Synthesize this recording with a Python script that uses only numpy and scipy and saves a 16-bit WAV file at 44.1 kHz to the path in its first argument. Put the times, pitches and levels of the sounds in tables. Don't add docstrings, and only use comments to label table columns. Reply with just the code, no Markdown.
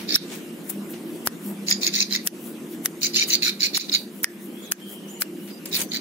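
import sys
import numpy as np
from scipy import signal
from scipy.fft import rfft, irfft, next_fast_len
from scipy.io import wavfile
from scipy.ndimage import uniform_filter1d, minimum_filter1d

SR = 44100
rng = np.random.default_rng(int(sys.argv[2]) if len(sys.argv) > 2 else 0)


def master_out(mix):
    frames = np.transpose(np.atleast_2d(mix))
    ceiling = np.clip(frames, -1, 1)
    pcm = np.round(ceiling * 32767).astype(np.int16)
    wavfile.write(sys.argv[1], SR, pcm)


N = 264996

# pitch_hz, level_db
YARD_TONE = [(15, -97), (25, -78), (64, -109), (108, -72), (137, -22), (170, -2.5), (335, 1.5), (416, -5),
             (796, -18), (1480, -20.5), (2840, -20), (4610, -28.5), (10100, -26.5), (14800, -29),
             (16000, -48)]
# time_s, level_db
YARD_LEVEL = [(0, -38.5), (1.5, -39), (2.44, -39.5), (2.7, -40), (4.02, -42.5), (5.51, -41), (6.01, -40)]
# pitch_hz, likeness (0 to 1)
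YARD_LIKENESS = [(25, .6), (130, 0.64), (300, 0.93), (640, 0.67), (1400, 0.2), (3100, 0.017), (6800, 0.53),
                 (15000, 0.66)]
# pitch_hz, width_hz, level_db
HUM_LINES = [(167.8, 4.8, -51.5), (230.25, 3.5, -47.5), (271.8, 7.3, -54.5), (312.7, 4, -50.5),
             (346.6, 8.5, -45.5), (352, 12, -66)]
# time_s, gain_db
HUM_SWELL = [(0, 3.5), (.6, 2), (1.0, 5), (1.4, 1), (2.2, 1), (2.7, 4.5), (3.3, 3.5), (3.8, -0.5),
             (5, -1.5), (6.01, 2)]
# time_s, level_db
DRONE_LEVEL = [(0, -38), (.58, -52), (.8, -37), (1.24, -60), (1.45, -35), (2.19, -40), (2.84, -54),
               (3.5, -44), (3.8, -46), (5.19, -42.5), (6.01, -46.5)]

# start_s, length_s, first_hz, turn_hz, last_hz, turn_share (of the length), level_db, blur_hz
WHISTLES = [(4.609, 0.076, 6760, 7000, 5040, 0.4, -50.5, 200),
            (5.07, 0.13, 5370, 7120, 6650, 0.42, -47, 130),
            (5.337, 0.21, 2780, 2910, 3100, 0.44, -57.5, 100),
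            (5.492, 0.11, 4930, 4870, 4800, 0.5, -51, 70), (4.532, 0.2, 3070, 3380, 3400, 0.47, -49, 230),
            (4.617, 0.12, 3700, 3850, 4000, .5, -53, 300), (4.783, 0.24, 3150, 3170, 3000, 0.36, -48, 240),
            (4.986, 0.32, 3040, 2970, 2700, 0.44, -51.5, 300),
            (5.885, 0.044, 5270, 6800, 6800, 0.68, -44.5, 159)]

# middle_s, level_db, half_length_s
SWISHES = [(.01, -36.5, 0.021), (0.35, -35, 0.032), (0.7, -31.5, 0.033), (0.913, -31, 0.017),
           (1.142, -41, 0.061), (1.475, -28.5, 0.032), (1.69, -29.5, 0.017), (2.467, -31, 0.038),
           (2.73, -33.5, 0.02), (3.07, -32.5, 0.041), (3.29, -18.5, 0.011), (3.523, -43, 0.038),
           (3.69, -41, 0.037), (3.86, -42.5, 0.093), (3.986, -33.5, 0.04), (4.174, -37, 0.032),
           (4.442, -36.5, 0.026), (4.616, -41.5, 0.096), (4.917, -30, 0.03), (5.11, -40, 0.039),
           (5.457, -38, 0.047), (5.695, -31, 0.0064), (5.807, -17.5, 0.023)]
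# pitch_hz, level_db
SWISH_TONE = [(1500, -11.5), (3000, -14.5), (5300, -15), (7500, -6.5), (10000, -3), (12500, 1.5),
              (14800, -7.5), (16000, 10.5)]
# start_s, rise_s, hold_s, fall_s, level_db, treble_db
SHUFFLES = [(0, 0.00041, 0.0069, 0.13, -37, -14), (0.233, 0.091, 0.017, 0.11, -37.5, 2),
            (.92, 0.019, .002, 0.092, -41.5, -4), (2.692, 0.042, .002, .04, -48, -8),
            (5.469, 0.0069, 0.043, .012, -46, -18), (5.653, 0.0049, 0.0016, 0.073, -39.5, 7.5),
            (5.723, 0.068, 0.031, 0.031, -30, 7)]
# pitch_hz, level_db
SHUFFLE_TONE = [(500, 6), (1200, 2), (2400, 8), (5000, 3), (9000, 0.5), (15000, -35)]
SHUFFLE_TREBLE_HZ = 6440
QUIET_DB = -22.5

# time_s, blow_db, crack_s, knock_hz, knock_db, ping_hz, ping_db, rustle_db, rustle_lead_s, rustle_rise_s
SNAPS = [(.161, 15, 0.00042, 1660, -19, 5500, -25, -26.5, 0.0046, 0.0099),
         (0.703, -26, 0.0014, 3970, -29, 5500, -30, 14.5, 0.0015, 0.0069),
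         (1.273, 9, 0.0004, 1970, -14, 5540, -3, -18, 0.0078, 0.0051),
         (1.7055, -11, 0.00072, 2220, -30, 12500, 8, -1.5, .001, .001),
         (1.7145, -8.5, 0.00088, 2230, -2, 5500, -30, -10, 0.014, 0.0065),
         (2.2737, 16.5, 0.00076, 2160, -37, 5960, -5.5, -27.5, 0.0033, 0.0091),
         (2.8589, 4, 0.001, 1890, -14.5, 6170, -3.5, -16.5, 0.0015, 0.009),
         (3.776, 15.5, 0.0001, 1340, -24.5, 5500, -30, -34, 0.0037, 0.0087),
         (3.896, -26, 0.001, 3870, 13.5, 5500, -30, -29, .001, .004),
         (4.232, -20, 0.00085, 5000, -30, 14500, 15, -6, 0.0011, 0.0018),
         (4.2434, 10.5, 0.00018, 1904, -4.5, 5370, 2, -25, 0.0087, .002),
         (4.716, -20, 0.00058, 5000, -30, 14000, 9, -6, .001, .0015),
         (4.7208, 14, 0.00045, 1720, -13.5, 6440, -3, -16.5, 0.0042, 0.0012),
         (5.2206, 8, 0.00063, 1790, -15.5, 4930, -7, -13, 0.0025, 0.0066),
         (5.658, -27.5, 0.0017, 5000, 1, 5500, -30, 9, 0.0013, 0.00088),
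         (5.7524, -5, 0.00055, 4000, -20, 5500, -30, -18, .002, .003),
         (5.775, -12, 0.0018, 4000, -8, 5500, -30, -3.5, .009, .0056),
         (5.817, -12, 0.0018, 2050, -28, 5500, -30, -7, 0.0016, .0046)]
# pitch_hz, level_db
CRACK_TONE = [(150, -50), (500, 6.5), (1100, -12), (1500, 9), (2500, 8.5), (5500, 1.5), (8000, 4),
              (12500, 12), (16000, -6)]
KNOCK_LAG_S = 0.00031
KNOCK_S, PING_S = 0.00042, 0.00019
KNOCK_TAIL_S, KNOCK_TAIL_DB = 0.033, -39
KNOCK_SAG = 1.2
RUSTLE_STOP_S = 0.0055

# start_s, swell_s, hold_s, peak_effort_db, onset_db (against the peak), then the band levels
# low_db, upper_db, top_db, air_db; the core band, second from below, sits at CORE_DB
BUZZES = [(0.076, 0.084, 0.0018, -16.5, -8, -12.5, -3, -28, -9.5),
          (1.666, 0.026, 0.026, -21, -7, -10, 1.5, -12.5, -7),
          (1.808, 0.047, 0.016, -20, -5.5, -9, -2.5, -17, -1.5),
          (1.924, 0.084, 0.0057, -16.5, -8.5, -12.5, -1.5, -19, -5.5),
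          (2.093, 0.046, 0.0019, -17, -14, -7.5, -1, -21, -4.5),
          (3.011, 0.027, 0.018, -18, -8, -12, -1.5, -15, -3),
          (3.133, 0.019, 0.074, -14, -8.5, -13, -5, -19.5, -7),
          (3.281, 0.051, 0.0054, -13.5, -8.5, -12.5, -8, -19, -5.5),
          (3.418, 0.056, 0.011, -15.5, -2, -12.5, -7.5, -21, -4.5),
          (3.594, 0.031, 0.028, -16, -7.5, -12, -5, -20.5, -6.5),
          (3.732, 0.0035, 0.068, -15.5, -6.5, -13.5, -7, -21.5, -7),
          (3.88, .002, .003, -25, -2.5, -11, -9, -26, -16),
          (3.916, 0.025, 0.0054, -12, -3.5, -15.5, -9.5, -26.5, -9),
          (5.712, 0.03, 0.013, -18, -10, -9, -5, -21, -2),
          (5.909, 0.033, 0.018, -22.5, -4, -10.5, -8, -22, -6)]
BAND_EDGES_HZ, CORE_DB = [0, 3000, 4900, 6300, 8200, SR], -5
ATTACK_S, ATTACK_DB, DROOP_DB_PER_S, RELEASE_S, RELEASE_DB = 0.013, -8.5, -34, 0.024, -25
OPEN_S, SHUT_DB = 0.22, [1.5, 3, -2, 10, 5]
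# pitch_hz, level_db
THROAT_TONE = [(530, -61), (900, -31), (1750, -9.5), (2270, -11.5), (2750, -3.5), (3050, 2), (3350, -8),
               (3650, -2.5), (3910, -8), (4100, -10.5), (4750, -10), (5410, -8), (6560, -2), (7490, -13),
               (8050, -14), (12700, -10), (14900, -4), (16000, 5.5)]
# pitch_hz, width_hz (120 at least is used), level_db
RINGS = [(2020, 320, -17.5), (2273, 250, -7), (3800, 70, -10.5), (4184, 260, -4.5), (4610, 230, 0),
         (5180, 140, -7.5), (5790, 180, -13), (6480, 190, -6.5), (7170, 290, 3)]
# pitch_hz, lead_rad
BIRD_LEAD = [(0, -1.5), (2240, -1.5), (2600, -2.5), (3450, -1.5), (4200, -7.5), (4650, -9.5), (5430, -3.5),
             (6400, -11.5), (7100, -13.5), (8100, -11), (16000, -11.5)]
# pitch_hz, difference_db
BIRD_PAN = [(1200, 2), (2500, 4.5), (4200, -8), (6400, 3.5), (9800, -0.5), (15000, 5.5)]
# time_s, level_db, pitch_hz
SINGLE_THROBS = [(0.092, -13, 4770), (0.1073, -8, 4520), (0.124, -9, 5240), (0.144, -9, 5200),
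                 (0.154, -7, 5300), (1.685, -8, 4500), (1.712, -4, 4700), (1.7252, -11, 4940),
                 (1.8329, -8, 4440), (1.847, -8.5, 4420), (1.867, -4.5, 4760), (1.8763, -9, 5210),
                 (1.94, -14, 4550), (1.9453, -13, 4230), (1.954, -12, 4550), (1.9622, -7, 4393),
                 (1.9886, -14, 4000), (2.0047, -5.5, 4390), (2.0224, -11, 4900), (2.0275, -10.5, 4030),
                 (2.11, -18.5, 4140), (2.1163, -16.5, 4130), (2.126, -10.5, 4116), (2.1348, -15, 4850),
                 (2.1513, -14, 3980), (2.161, -8, 4450), (3.018, -21, 4160), (3.032, -7.5, 4460),
                 (3.041, -11, 4170), (3.047, -7, 4800), (3.0576, -16, 4240), (3.145, -13, 4200),
                 (3.154, -12, 4690), (3.161, -2.5, 4500), (3.179, -15, 5640), (3.1975, -6, 4390),
                 (3.2092, -8.5, 4300), (3.2325, -10, 3920), (3.303, -12, 5990), (3.3111, -13, 3940),
                 (3.321, -12, 4200), (3.3297, -16, 4160), (3.3366, -8, 4050), (3.344, -4.5, 4460),
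                 (3.353, -5.5, 4450), (3.424, -10, 4200), (3.4311, -8, 4220), (3.4406, -26.5, 5740),
                 (3.4526, -20, 5730), (3.456, -10, 3970), (3.4644, -15, 5450), (3.4813, -6, 4110),
                 (3.4934, -22, 4320), (3.607, -11, 3970), (3.6138, -13, 4040), (3.6208, -7, 4500),
                 (3.632, -4, 4380), (3.6378, -9, 4180), (3.647, -10, 4410), (3.6567, -10, 4280),
                 (3.6679, -10, 4100), (3.7467, -9.5, 4360), (3.754, -19, 5440), (3.7645, -18, 4180),
                 (3.772, -18, 5190), (3.7998, -15, 4100), (3.8107, -11.5, 3930), (3.929, -9, 4240),
                 (3.9405, -6.5, 4090), (3.9486, -5, 3820), (3.9647, -18, 4400), (5.7288, -17, 3800),
                 (5.738, -16, 3860), (5.7453, -11, 4780), (5.7539, -12.5, 4460), (5.7649, -17, 3950),
                 (5.806, -13, 5960), (5.8172, -11, 6260), (5.9196, -19.5, 3960), (5.9356, -15, 4240),
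                 (5.945, -17, 4160), (5.9523, -15, 4070), (5.9618, -14, 4130), (5.971, -17, 4100)]
THROBS_PER_S, THROB_DB, THROB_RING_S = 115, 0.5, 0.001106
# middle_s, level_db, pitch_hz
TONES = [(0.155, -12.5, 5490), (0.133, -33, 2210), (1.695, -30, 6530), (1.857, -40, 1980),
         (1.875, -23, 6650), (1.954, -31, 5800), (1.965, -33, 6600), (1.98, -32, 2070), (2.018, -23, 2580),
         (2.0204, -23, 6480), (2.165, -29.5, 6640), (2.198, -39.5, 2020), (3.0571, -29.5, 2300),
         (3.062, -23, 6280), (3.1693, -21, 6280), (3.1706, -25, 2670), (3.1713, -21, 5400),
         (3.188, -29, 2230), (3.214, -21, 5800), (3.2231, -20.5, 2366), (3.321, -26, 4150),
         (3.3372, -16, 5980), (3.3455, -28, 2316), (3.4522, -28, 5900), (3.4671, -32, 5750),
         (3.4743, -26, 2300), (3.4921, -29, 2290), (3.6302, -40, 5620), (3.6472, -25.5, 2220),
         (3.7699, -27, 5430), (3.9244, -28, 5100), (3.9545, -30, 2244), (5.95, -33.5, 1990)]
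TONE_S = 0.0081
# time_s, lower_hz, upper_hz
WEAK_REGIONS = [(.1, 3000, 6050), (1.7, 3080, 5860), (1.95, 3000, 6000), (2.14, 2930, 5700),
                (3.05, 3330, 5600), (3.16, 3280, 6740), (3.22, 3500, 6650), (3.33, 3110, 5270),
                (3.46, 3080, 6470), (3.64, 3200, 6540), (3.95, 3140, 5770), (5.75, 3000, 6460),
                (5.95, 2790, 5530)]
WEAK_WIDTHS_HZ, WEAK_DEPTH = [650, 400], .9

EDGE_HZ = 15650


def gain_of(db):
    return 10 ** (np.asarray(db) / 20)


def evened(x):
    return x / np.sqrt(np.mean(x ** 2) + 1e-20)


def read(points, hz):
    f, value = np.transpose(points)
    return np.interp(np.log(hz + 1), np.log(f + 1), value)


def level_over_time(rows):
    return gain_of(np.interp(np.arange(N) / SR, *np.transpose(rows)))


def colour(x, factor):
    size = next_fast_len(x.shape[-1])
    spectrum = rfft(x, size) * factor(np.fft.rfftfreq(size, 1 / SR))
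    return irfft(spectrum, size)[..., :x.shape[-1]]


def tinted(x, tone):
    return evened(colour(x, lambda hz: gain_of(read(tone, hz))))


def band(x, lo, hi):
    return colour(x, lambda hz: (hz > lo) & (hz <= hi))


def resonate(x, hz, width):
    turn = np.exp(2j * np.pi * np.cumsum(hz * np.ones(len(x))) / SR)
    r = np.exp(-np.pi * width / SR)
    return 2 * (turn * signal.lfilter([1 - r], [1, -r], x / turn)).real


def pair(same):
    a, b = rng.standard_normal((2, N))
    same = np.clip(same, -1, 1)
    return np.array([a, same * a + np.sqrt(1 - same ** 2) * b])


def lumps(per_s, depth_db):
    smooth = colour(rng.standard_normal(N), lambda hz: np.exp(-(hz / per_s) ** 2) * (hz > per_s / 8))
    return evened(gain_of(depth_db * 2 * np.tanh(evened(smooth) / 2)))


def patchy(x, depth_db):
    z = signal.stft(x, nperseg=512)[2]
    patches = uniform_filter1d(rng.standard_normal(z.shape[1:]), size=6, axis=0)
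    patches = evened(uniform_filter1d(patches, size=8, axis=1))
    return evened(signal.istft(z * gain_of(depth_db * patches), nperseg=512)[1][:, :N])


def stroke(corners_s, corners_db):
    return gain_of(np.interp(np.arange(N) / SR, corners_s, corners_db, left=-200, right=-200))


def walls(x, t60, db):
    t = np.arange(9000) / SR
    tail = colour(rng.standard_normal((2, len(t))), lambda hz: 1 / (1 + (hz / 7000) ** 2))
    tail = tail * gain_of(-60 * t / t60) * (t > .003)
    return x + gain_of(db) * signal.oaconvolve(x, tail / np.linalg.norm(tail[0]), axes=1)[:, :N]


def yard():
    a, b = rng.standard_normal((2, N))
    same = lambda hz: np.clip(read(YARD_LIKENESS, hz), 0, 1)
    right = colour(a, same) + colour(b, lambda hz: np.sqrt(1 - same(hz) ** 2))
    wash = tinted(np.array([a, right]), YARD_TONE)
    lines = sum(gain_of(db) * evened(resonate(rng.standard_normal(N), hz, width))
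                for hz, width, db in HUM_LINES)
    drone_hz = 200.5 * lumps(3.9, 0.06)
    drone = evened(np.sin(2 * np.pi * np.cumsum(drone_hz) / SR)) * lumps(10.7, 4.2)
    return (level_over_time(YARD_LEVEL) * patchy(wash, 2.64) + lines * level_over_time(HUM_SWELL)
            + drone * level_over_time(DRONE_LEVEL))


def far_birds():
    out = np.zeros((2, N))
    for s, length_s, first_hz, turn_hz, last_hz, turn, db, blur_hz in WHISTLES:
        u = np.interp(np.linspace(0, 1, round(length_s * SR)), [0, np.clip(turn, .05, .95), 1], [-1, 0, 1])
        pitch = turn_hz + (np.where(u < 0, first_hz, last_hz) - turn_hz) * abs(u) ** 1.63
        at = round(s * SR)
        fade = signal.windows.tukey(len(u), .4) * gain_of(db)
        for side, noise in zip(out, rng.standard_normal((2, SR))):
            tone = resonate(resonate(noise[:len(u)], pitch, blur_hz), pitch, blur_hz)
            side[at:at + len(u)] += evened(tone) * fade
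    return out


def rustling():
    t = np.arange(N) / SR
    strokes = sum(gain_of(db) * np.exp(-((t - s) / half) ** 2 / 2) for s, db, half in SWISHES)
    swish = patchy(tinted(pair(0.57) * lumps(400, 1.8), SWISH_TONE), 3) * strokes
    shuffle = tinted(pair(0.14) * lumps(200, 1.9) * lumps(1600, 2.0), SHUFFLE_TONE)
    treble = band(shuffle, SHUFFLE_TREBLE_HZ, SR)
    out = swish * gain_of([[2.3], [-2.3]])
    for s, rise_s, hold_s, fall_s, db, treble_db in SHUFFLES:
        corners = s + np.cumsum(np.abs([0, rise_s, hold_s, fall_s]))
        shape = stroke(corners, db + np.array([QUIET_DB, 0, 0, QUIET_DB]))
        out = out + (shuffle + (gain_of(treble_db) - 1) * treble) * shape
    return out


def clicky(size):
    return gain_of(4.5 * rng.exponential(1, size))


def ring(t, decay_s):
    return np.e * np.maximum(t, 0) / decay_s * np.exp(-abs(t) / decay_s)


def snaps():
    out, t = np.zeros((2, N)), np.arange(-2000, 2000) / SR
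    left = gain_of([[2.2], [-2.2]])
    for s, db, crack_s, hz, knock_db, ping_hz, ping_db, rustle_db, lead_s, rustle_s in SNAPS:
        noise = rng.standard_normal((3, 2, len(t)))
        noise = noise + 0.049 * noise[:, ::-1]

        crack = tinted(noise[0] * clicky(len(t)), CRACK_TONE) * np.exp(-(t / crack_s) ** 2) * left
        knock_t = t - KNOCK_SAG * t ** 2 - np.array([[0], [.00008]])
        knock_tail = gain_of(KNOCK_TAIL_DB) * (t > 0) * np.exp(-abs(t) / KNOCK_TAIL_S)
        knock = np.sin(2 * np.pi * hz * knock_t) * (ring(t - KNOCK_LAG_S, KNOCK_S) + knock_tail)
        ping = np.sin(2 * np.pi * ping_hz * t) * ring(t, PING_S) * np.array([[-.3], [1]])

        grains = gain_of(2.2 * np.repeat(rng.exponential(1, 100), 40))
        approach = np.exp(np.minimum(t + lead_s, 0) / rustle_s - np.maximum(t, 0) / RUSTLE_STOP_S)
        rustle = tinted(noise[1] * grains, SWISH_TONE) * approach * left
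        tail = tinted(noise[2], CRACK_TONE) * np.exp(-abs(t) / np.where(t < 0, .0007, .005))

        hit = crack / abs(crack).max() + gain_of(knock_db) * knock + gain_of(ping_db) * ping
        at = round(s * SR) - 2000
        out[:, at:at + len(t)] += gain_of(db) * (hit + gain_of(rustle_db) * rustle + gain_of(-24.0) * tail)
    return walls(out, t60=0.16, db=-31)


def effort():
    out = np.zeros(N)
    for s, swell_s, hold_s, db, onset_db, *_ in BUZZES:
        corners = s + np.cumsum(np.abs([0, ATTACK_S, swell_s, hold_s, RELEASE_S]))
        end_db = db + DROOP_DB_PER_S * hold_s
        out += stroke(corners, [db + onset_db + ATTACK_DB, db + onset_db, db, end_db, end_db + RELEASE_DB])
    return uniform_filter1d(out, size=180)


def shaded(x):
    t, out = np.arange(N) / SR, 0
    starts = np.array([row[0] for row in BUZZES])
    burst = np.maximum(np.searchsorted(starts, t) - 1, 0)
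    shut = np.clip(1 - (t - starts[burst] - ATTACK_S) / OPEN_S, 0, 1)
    levels = np.array([(low, CORE_DB, upper, top, air) for *_, low, upper, top, air in BUZZES])
    for k, (lo, hi) in enumerate(zip(BAND_EDGES_HZ, BAND_EDGES_HZ[1:])):
        out = out + evened(band(x, lo, hi)) * gain_of(levels[burst, k] + SHUT_DB[k] * shut)
    return out


def thinned(x):
    s, *regions = np.transpose(WEAK_REGIONS)
    for hz, width in zip(regions, WEAK_WIDTHS_HZ):
        path = np.interp(np.arange(N) / SR, s, hz)
        x = x - WEAK_DEPTH * np.array([resonate(port, path, width) for port in x])
    return x


def at_ports(x):
    return colour(x, lambda hz: np.array([gain_of(read(BIRD_PAN, hz) / 2) * np.exp(1j * read(BIRD_LEAD, hz)),
                                          gain_of(-read(BIRD_PAN, hz) / 2)]))


def throbbing():
    now, listed = np.arange(N) / SR, np.array([row[0] for row in SINGLE_THROBS])
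    last_throb = listed[np.maximum(np.searchsorted(listed, now) - 1, 0)]
    turns = THROBS_PER_S * (now - last_throb) * lumps(33.0, 0.25)
    return evened(gain_of(THROB_DB * np.cos(2 * np.pi * turns)) * lumps(60, 0.86))


def throat():
    rung = 0
    for hz, width, db in RINGS:
        slaps = pair(0.65) * lumps(130, 4.8)
        drift = hz * lumps(13.2, 0.38)
        rung += gain_of(db) * evened(np.array([resonate(x, drift, max(width, 120)) for x in slaps]))
    breath = patchy(pair(0.9) * lumps(760, 0.71), 6.0)
    return at_ports(tinted(rung + gain_of(1.5) * breath, THROAT_TONE))


def single_throbs():
    u = np.arange(400) / SR / THROB_RING_S
    rings, puffs = np.zeros((2, N))
    for s, db, hz in SINGLE_THROBS:
        at = round((s - THROB_RING_S) * SR)
        puff = gain_of(db) * u * np.exp(1 - u)
        rings[at:at + len(u)] += puff * np.sin(2 * np.pi * hz * THROB_RING_S * u)
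        puffs[at:at + len(u)] += puff
    return at_ports(rings * lumps(1000, 1.1)), puffs


def clear_tones():
    u, tones = np.arange(-400, 400) / SR / TONE_S, np.zeros(N)
    for s, db, hz in TONES:
        at = round(s * SR) - 400
        tones[at:at + len(u)] += gain_of(db + 1.5) * np.exp(-u ** 2) * np.sin(2 * np.pi * hz * TONE_S * u)
    return tones


def bird():
    throb = throbbing()
    rings, puffs = single_throbs()
    push = effort() + gain_of(-9.0) * puffs
    voice = shaded(throat()) * throb * gain_of(-4.5) * push + gain_of(-5.5) * rings
    return thinned(walls(voice, t60=0.24, db=-13)) + at_ports(clear_tones() * throb * lumps(260, 5.2))


def scene():
    return yard() + far_birds() + rustling() + snaps() + bird()


def record(dry):
    dry = signal.sosfilt(signal.butter(3, 90 / (SR / 2), "high", output="sos"), dry)
    peak_db = 20 * np.log10(-minimum_filter1d(-abs(dry).max(0), size=41) + 1e-9)
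    fall = np.arange(N) * 240.0 / SR
    held_db = np.maximum.accumulate(peak_db + fall) - fall
    over_db = np.maximum(held_db + 1.5, 0)
    limited = dry / gain_of(.92 * uniform_filter1d(over_db, size=40))
    low_pass = signal.firwin(301, EDGE_HZ, window=("kaiser", 9), fs=SR)
    return signal.oaconvolve(limited, low_pass[None], "same")


dry = scene()
out = record(dry)
master_out(out)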